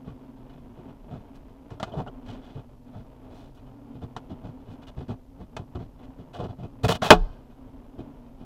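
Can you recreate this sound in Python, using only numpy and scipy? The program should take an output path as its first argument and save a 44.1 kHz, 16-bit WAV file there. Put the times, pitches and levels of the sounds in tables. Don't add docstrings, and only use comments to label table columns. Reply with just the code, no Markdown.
import sys
import numpy as np
from scipy import signal
from scipy.fft import rfft, irfft, next_fast_len
from scipy.io import wavfile
from scipy.ndimage import map_coordinates

SR = 44100
rng = np.random.default_rng(int(sys.argv[2]) if len(sys.argv) > 2 else 0)


def store_pcm(level_fs):
    pcm = np.round(np.clip(level_fs, -1, 1) * 32767).astype(np.int16)
    wavfile.write(sys.argv[1], SR, np.atleast_2d(pcm).T)


N = 372644

BUMP_RISE, SCRAPE_RISE, BRUSH_RISE = 0.25, 0.33, 0.3


def colony():
    # (time [s], relative hum level [dB], relative rustle level [dB])
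    swells = [(0, -47.5, -56), (1, -48, -52), (1.6, -50, -54.5), (2.3, -43.5, -51.5), (2.85, -50.5, -58.5),
              (3.3, -49, -53.5), (3.8, -48.5, -57), (4.4, -45, -52.5), (4.9, -48, -55), (5.3, -51.5, -60),
              (5.8, -49.5, -56.0), (6.7, -45, -55.5), (7.6, -48, -55), (8.45, -46, -55)]
    # (frequency [Hz], gain [dB])
    rustle = [(100, -19), (200, 3), (380, 3), (480, 0.5), (540, -2.5), (630, 1.5), (780, -6.5), (900, -1.5),
              (1200, -12), (1900, -21.5), (3200, -23), (5000, -42.5), (9000, -50.5), (15000, -58)]
    times, *levels = np.transpose(swells)
    hum_db, rustle_db = [np.interp(np.arange(N) / SR, times, db) for db in levels]
    buzz = amp(hum_db - 3) * swarm(beat_hz=254.8, scatter=0.065, waver=0.035, swell_db=4.5, count=8)
    fanning = amp(-55) * swarm(beat_hz=124.6, scatter=0.19, waver=0.087, swell_db=4, count=4)
    feet = amp(rustle_db - 0.5) * unit(colour(grains(N, rate=2000, spread_db=-1), rustle))
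    bustle = amp(1.7 * wobble(11))
    return bustle * (buzz + fanning + feet)


def swarm(beat_hz, scatter, waver, swell_db, count):
    harmonics = [-2.5, -19.5, -21, -31, -31]
    total = np.zeros(N)
    for place in np.linspace(-1, 1, count):
        pitch = beat_hz * (1 + scatter * place + waver * (wobble(2.8) + wobble(40)))
        phase = 2 * np.pi * (np.cumsum(pitch) / SR + rng.random())
        wings = sum(amp(db) * np.sin(k * phase) for k, db in enumerate(harmonics, 1))
        total += amp(swell_db * wobble(9)) * wings
    return unit(total)


def scuffs():
    # (time [s], length [s], thud level [dB])
    bumps = [(0.059, 0.088, -41.5), (0.769, .06, -47), (1.104, 0.096, -39.5), (1.702, 0.074, -42.5),
             (2.274, 0.063, -45.5), (2.55, 0.082, -40), (2.92, 0.12, -43.5), (3.941, 0.062, -44.5),
             (4.018, 0.051, -37), (4.294, .06, -38.5), (4.43, 0.1, -40.5), (4.666, 0.08, -44.5),
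             (4.964, .1, -37.5), (5.082, .07, -33), (5.39, .077, -43), (5.581, .058, -39.5),
             (5.749, 0.038, -33.5), (5.785, 0.087, -40), (6.185, 0.054, -43.5), (6.481, 0.071, -39.5),
             (6.584, .05, -41.5), (6.619, 0.067, -37.5), (7.982, 0.05, -38), (8.408, 0.054, -46.5)]
    # (time [s], length [s], rub level [dB], weight [dB re rub], claws [dB re rub])
    scrapes = [(1.85, 0.074, -47.5, 0, -16), (1.916, 0.068, -39.5, -5, -23),
               (1.962, 0.079, -36.5, 5, -20.5), (2.063, 0.042, -42, -3.5, -21.5),
               (6.333, .06, -43, -8, -11), (6.385, .05, -35.5, -1, -19.5), (6.421, 0.059, -38.5, 2, -18.5),
               (6.833, 0.047, -26.5, 5, -10.5), (6.882, .03, -24, -1.5, -7), (6.901, .039, -27, -6.5, -4.5),
               (6.938, 0.041, -38.5, 2.5, -2), (7.018, 0.093, -31.5, -7, -4)]
    # (time [s], length [s], scratch level [dB], added treble [dB/octave])
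    brushes = [(0.495, 0.029, -66, -3), (1.343, 0.041, -66.5, 12), (2.25, 0.16, -58, 0.5),
               (2.388, 0.25, -66, 1), (3.291, .25, -67.5, 10), (3.549, 0.037, -71, 16), (4.69, .08, -67, 7),
               (4.819, .039, -61.5, 0), (4.869, 0.038, -56.5, 2), (6.026, .045, -65, 0)]
    track = np.zeros(N)
    for s, length, db in bumps:
        add(track, s, drag(length, BUMP_RISE, db, db - 9.5, db - 25.5, grain_db=1))
    for s, length, db, weight_db, claw_db in scrapes:
        add(track, s, drag(length, SCRAPE_RISE, db + weight_db, db, db + claw_db, grain_db=-1))
    for s, length, db, air_db in brushes:
        add(track, s, drag(length, BRUSH_RISE, db + 8, db + 4.5, db, grain_db=3, air_db=air_db))
    return track


def drag(length, rise_share, thud_db, rub_db, scratch_db, grain_db, air_db=0):
    # (frequency [Hz], gain [dB])
    thud = [(25, -7), (70, -3), (110, 0), (200, -6.5), (300, -5), (500, -33.5), (1200, -65.5)]
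    rub = [(150, -34.5), (290, -1), (400, 5.5), (900, 0.5), (1500, -5.5), (2500, -19), (6000, -61.5)]
    scratch = [(700, -31.5), (1500, -1), (2300, 1.5), (3300, 1), (6000, -3), (10000, -9), (13600, -11),
               (16000, -11.5)]
    t = np.arange(int((length + 0.055) * SR)) / SR
    ring = housing_ring(spot_db=3)
    rise = length * rise_share
    landing_s = 0.0053
    landing_weight = min(landing_s / rise, 1)
    pressure = np.interp(t, [0, rise, length], [landing_weight, 1, 0]) ** 0.95
    pressure *= amp(1.5 * wobble(140, size=len(t)))
    legs, claws = np.array(rub, float), np.array(scratch, float)
    legs[:, 0] *= 2 ** (0.05 * (scratch_db - rub_db + 13))
    claws[:, 1] += (air_db + 0.31 * (scratch_db + 41)) * np.log2(1 + claws[:, 0] / 5000)
    contacts = [(thud, thud_db, grains(len(t), rate=3700, spread_db=0.5)),
                (legs, rub_db, grains(len(t), rate=3100, spread_db=3.5)),
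                (claws, scratch_db, grains(len(t), rate=4600, spread_db=grain_db))]
    sound = np.zeros(len(t))
    for spectrum, db, slips in contacts:
        force = colour(pressure * slips, spectrum)
        sound += amp(db) * unit(signal.fftconvolve(force, ring)[:len(t)])
    return np.sqrt(length / t[-1]) * sound


def knocks():
    # (time [s], level [dB], chatter t60 [s])
    taps = [(1.705, -52, 0.15), (1.799, -40, 0.073), (1.829, -32.5, 0.062), (4.1647, -39, 0.064),
            (5.566, -39, 0.061), (7.021, -26.5, 0.16)]
    knock = (7.1045, -2.6, .08)
    # (frequency [Hz], gain [dB])
    tap_force = [(40, -2.5), (200, 12), (500, 4), (750, 12.5), (1300, 10.5), (2800, 3.5), (7000, -1),
                 (10000, -11), (15000, -18)]
    knock_force = [(40, -6), (130, -8.5), (220, -0.5), (320, 1.5), (480, 1.5), (750, 2.5), (1050, 2.5),
                   (1400, 0.5), (3000, -4), (7000, -12.5), (10000, -21.5), (15000, -20.5)]
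    track = np.zeros(N)
    for s, db, t60 in taps:
        add(track, s, amp(db) * strike(housing_ring(spot_db=1), tap_force, t60, impact=3.4))
    s, db, t60 = knock
    add(track, s, amp(db) * strike(housing_ring(spot_db=-1), knock_force, t60, impact=8.8))
    add(track, s, mount())
    return track


def strike(ring, spectrum, t60, impact):
    t = np.arange(len(ring)) / SR
    push = amp(-60 * t / t60) * rng.standard_normal(len(t))
    push[0] += impact
    sound = signal.fftconvolve(colour(push, spectrum), ring)[:len(t)]
    return sound / np.sqrt(np.sum(sound ** 2) * 20 / SR)


def housing_ring(spot_db):
    # (frequency [Hz], bandwidth [Hz], gain [dB])
    modes = [(112, 58, 3), (172, 74, 1), (245, 41, -3.5), (353, 25, -2.5), (391, 70, -2.5),
             (445.4, 44, -0.5), (632, 100, 2), (702.7, 44, -0.5), (837, 92, -6.5), (1012, 22, -7.5),
             (1114, 57, -6.5), (1275, 50, -7), (1374, 62, -12), (1610, 23, -22), (2040, 60, -19),
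             (2492, 100, -5.5), (2937, 130, -4.5), (3105, 69, -11.5), (3320, 80, -10), (3420, 140, -10.5),
             (3900, 180, -16), (4570, 200, -25.5), (5550, 500, -29.5), (7200, 1400, -32.5)]
    t = np.arange(SR // 8) / SR
    ring = np.zeros(len(t))
    for hz, width, db in modes:
        gain = amp(db + spot_db * rng.standard_normal()) * 2 * np.pi * width / SR
        ring += gain * np.exp(-np.pi * width * t) * np.cos(2 * np.pi * hz * t)
    ring[0] += amp(-36)
    return ring


def mount():
    # (frequency [Hz], level [dB], t60 [s])
    modes = [(173.7, -14.5, 0.26), (329, -10.5, 0.15), (432, -9.5, 0.17), (728, -0.5, .11),
             (829, -33.5, 0.37), (1312, -20, .11)]
    # (frequency [Hz], gain [dB])
    swing = [(15, -24.5), (30, 3), (39, 2.5), (55, -17), (150, -24.5), (400, -56), (1500, -88.5)]
    t = np.arange(SR // 2) / SR
    ring = sum(amp(db - 60 * t / t60) * np.sin(2 * np.pi * hz * t) for hz, db, t60 in modes)
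    envelope = np.interp(t, [0, 0.06, 0.17, 0.21, 0.32], [0.4, 1, 0.9, 0.3, 0])
    sway = envelope * colour(rng.standard_normal(SR), swing)[-len(t):]
    return ring + amp(-29.5) * unit(sway)


def squeaks():
    # (time [s], length [s], pitch [Hz], level [dB])
    slips = [(1.914, 0.03, 3080, -57), (2.061, .035, 1388, -50.5), (2.068, 0.028, 3080, -57.5)]
    track = np.zeros(N)
    for s, length, hz, db in slips:
        size = int(length * SR)
        pitch = hz * (1 + 0.045 * wobble(430)[:size])
        tone = np.sin(2 * np.pi * np.cumsum(pitch) / SR)
        add(track, s, amp(db) * unit(np.hanning(size) * tone))
    return track


def footfalls(per_second=3, length=0.05):
    track = np.zeros(N)
    for when, weight in rng.random((int(per_second * N / SR), 2)):
        db = -75 - 1.5 * np.log(1 - weight)
        add(track, when * N / SR, drag(length, BUMP_RISE, db + 16, db + 10, db, grain_db=1))
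    return track


def hive_box(contacts, t60=0.7):
    # (frequency [Hz], gain [dB])
    wood = [(50, 6), (150, 2), (1000, -3), (2500, -9), (4500, -2.5), (12000, -14.5)]
    t = np.arange(SR // 2) / SR
    tail = colour(rng.standard_normal(len(t)) * amp(-60 * t / t60), wood)
    return amp(-40.5) * signal.fftconvolve(contacts, tail / np.linalg.norm(tail))[:N]


def noise_floor(whine_hz=11079, ripple_hz=60):
    # (frequency [Hz], gain [dB])
    box_rumble = [(10, -8), (30, 3.5), (58, -1), (80, -10.5), (160, -17.5), (400, -40), (1500, -70)]
    camera_hiss = [(100, 8.5), (5000, 4), (9000, -2.5), (12000, 0.5), (14200, 1), (15800, -20.5)]
    t = np.arange(N) / SR
    rumble = amp(-51 + 2.1 * wobble(5.5)) * unit(colour(rng.standard_normal(N), box_rumble))
    hiss = amp(-75) * unit(colour(rng.standard_normal(N), camera_hiss))
    ripple = np.cos(2 * np.pi * ripple_hz * t)
    whine = amp(-92.5) * (1 + ripple) * np.sin(2 * np.pi * whine_hz * t + wobble(25))
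    return rumble + whine + hiss * (1 + 0.18 * ripple)


def grains(size, rate, spread_db):
    chance, sizes = rng.random(size), rng.standard_normal((2, size))
    return unit((chance < rate / SR) * sizes[0] * amp(spread_db * sizes[1]))


def colour(x, points):
    size = 2 * next_fast_len(len(x) // 2 + 4096)
    hz, db = np.transpose(points)
    gain = amp(np.interp(np.log(np.fft.rfftfreq(size, 1 / SR) + 1), np.log(hz), db))
    cepstrum = irfft(np.log(gain))
    cepstrum[1:size // 2] *= 2
    cepstrum[size // 2 + 1:] = 0
    return irfft(rfft(x, size) * np.exp(rfft(cepstrum)))[:len(x)]


def wobble(rate, size=N):
    knots = rng.standard_normal(int(size * rate / SR) + 4)
    return map_coordinates(knots, [np.arange(size) * rate / SR])


def amp(db):
    return 10 ** (np.asarray(db) / 20)


def unit(x):
    return x / np.sqrt(np.mean(x ** 2) + 1e-20)


def add(track, s, sound):
    start = max(round(s * SR), 0)
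    part = track[start:start + len(sound)]
    part += sound[:len(part)]


def scene():
    contacts = knocks() + scuffs() + squeaks() + footfalls()
    return (colony() + contacts + hive_box(contacts) + noise_floor())[None]


def record(dry):
    clipped = np.clip(dry, -0.96, 0.96)
    lowpass = signal.firwin(301, cutoff=15850, fs=SR)
    return signal.fftconvolve(clipped, lowpass[None], mode="same", axes=1)


dry = scene()
out = record(dry)
store_pcm(out)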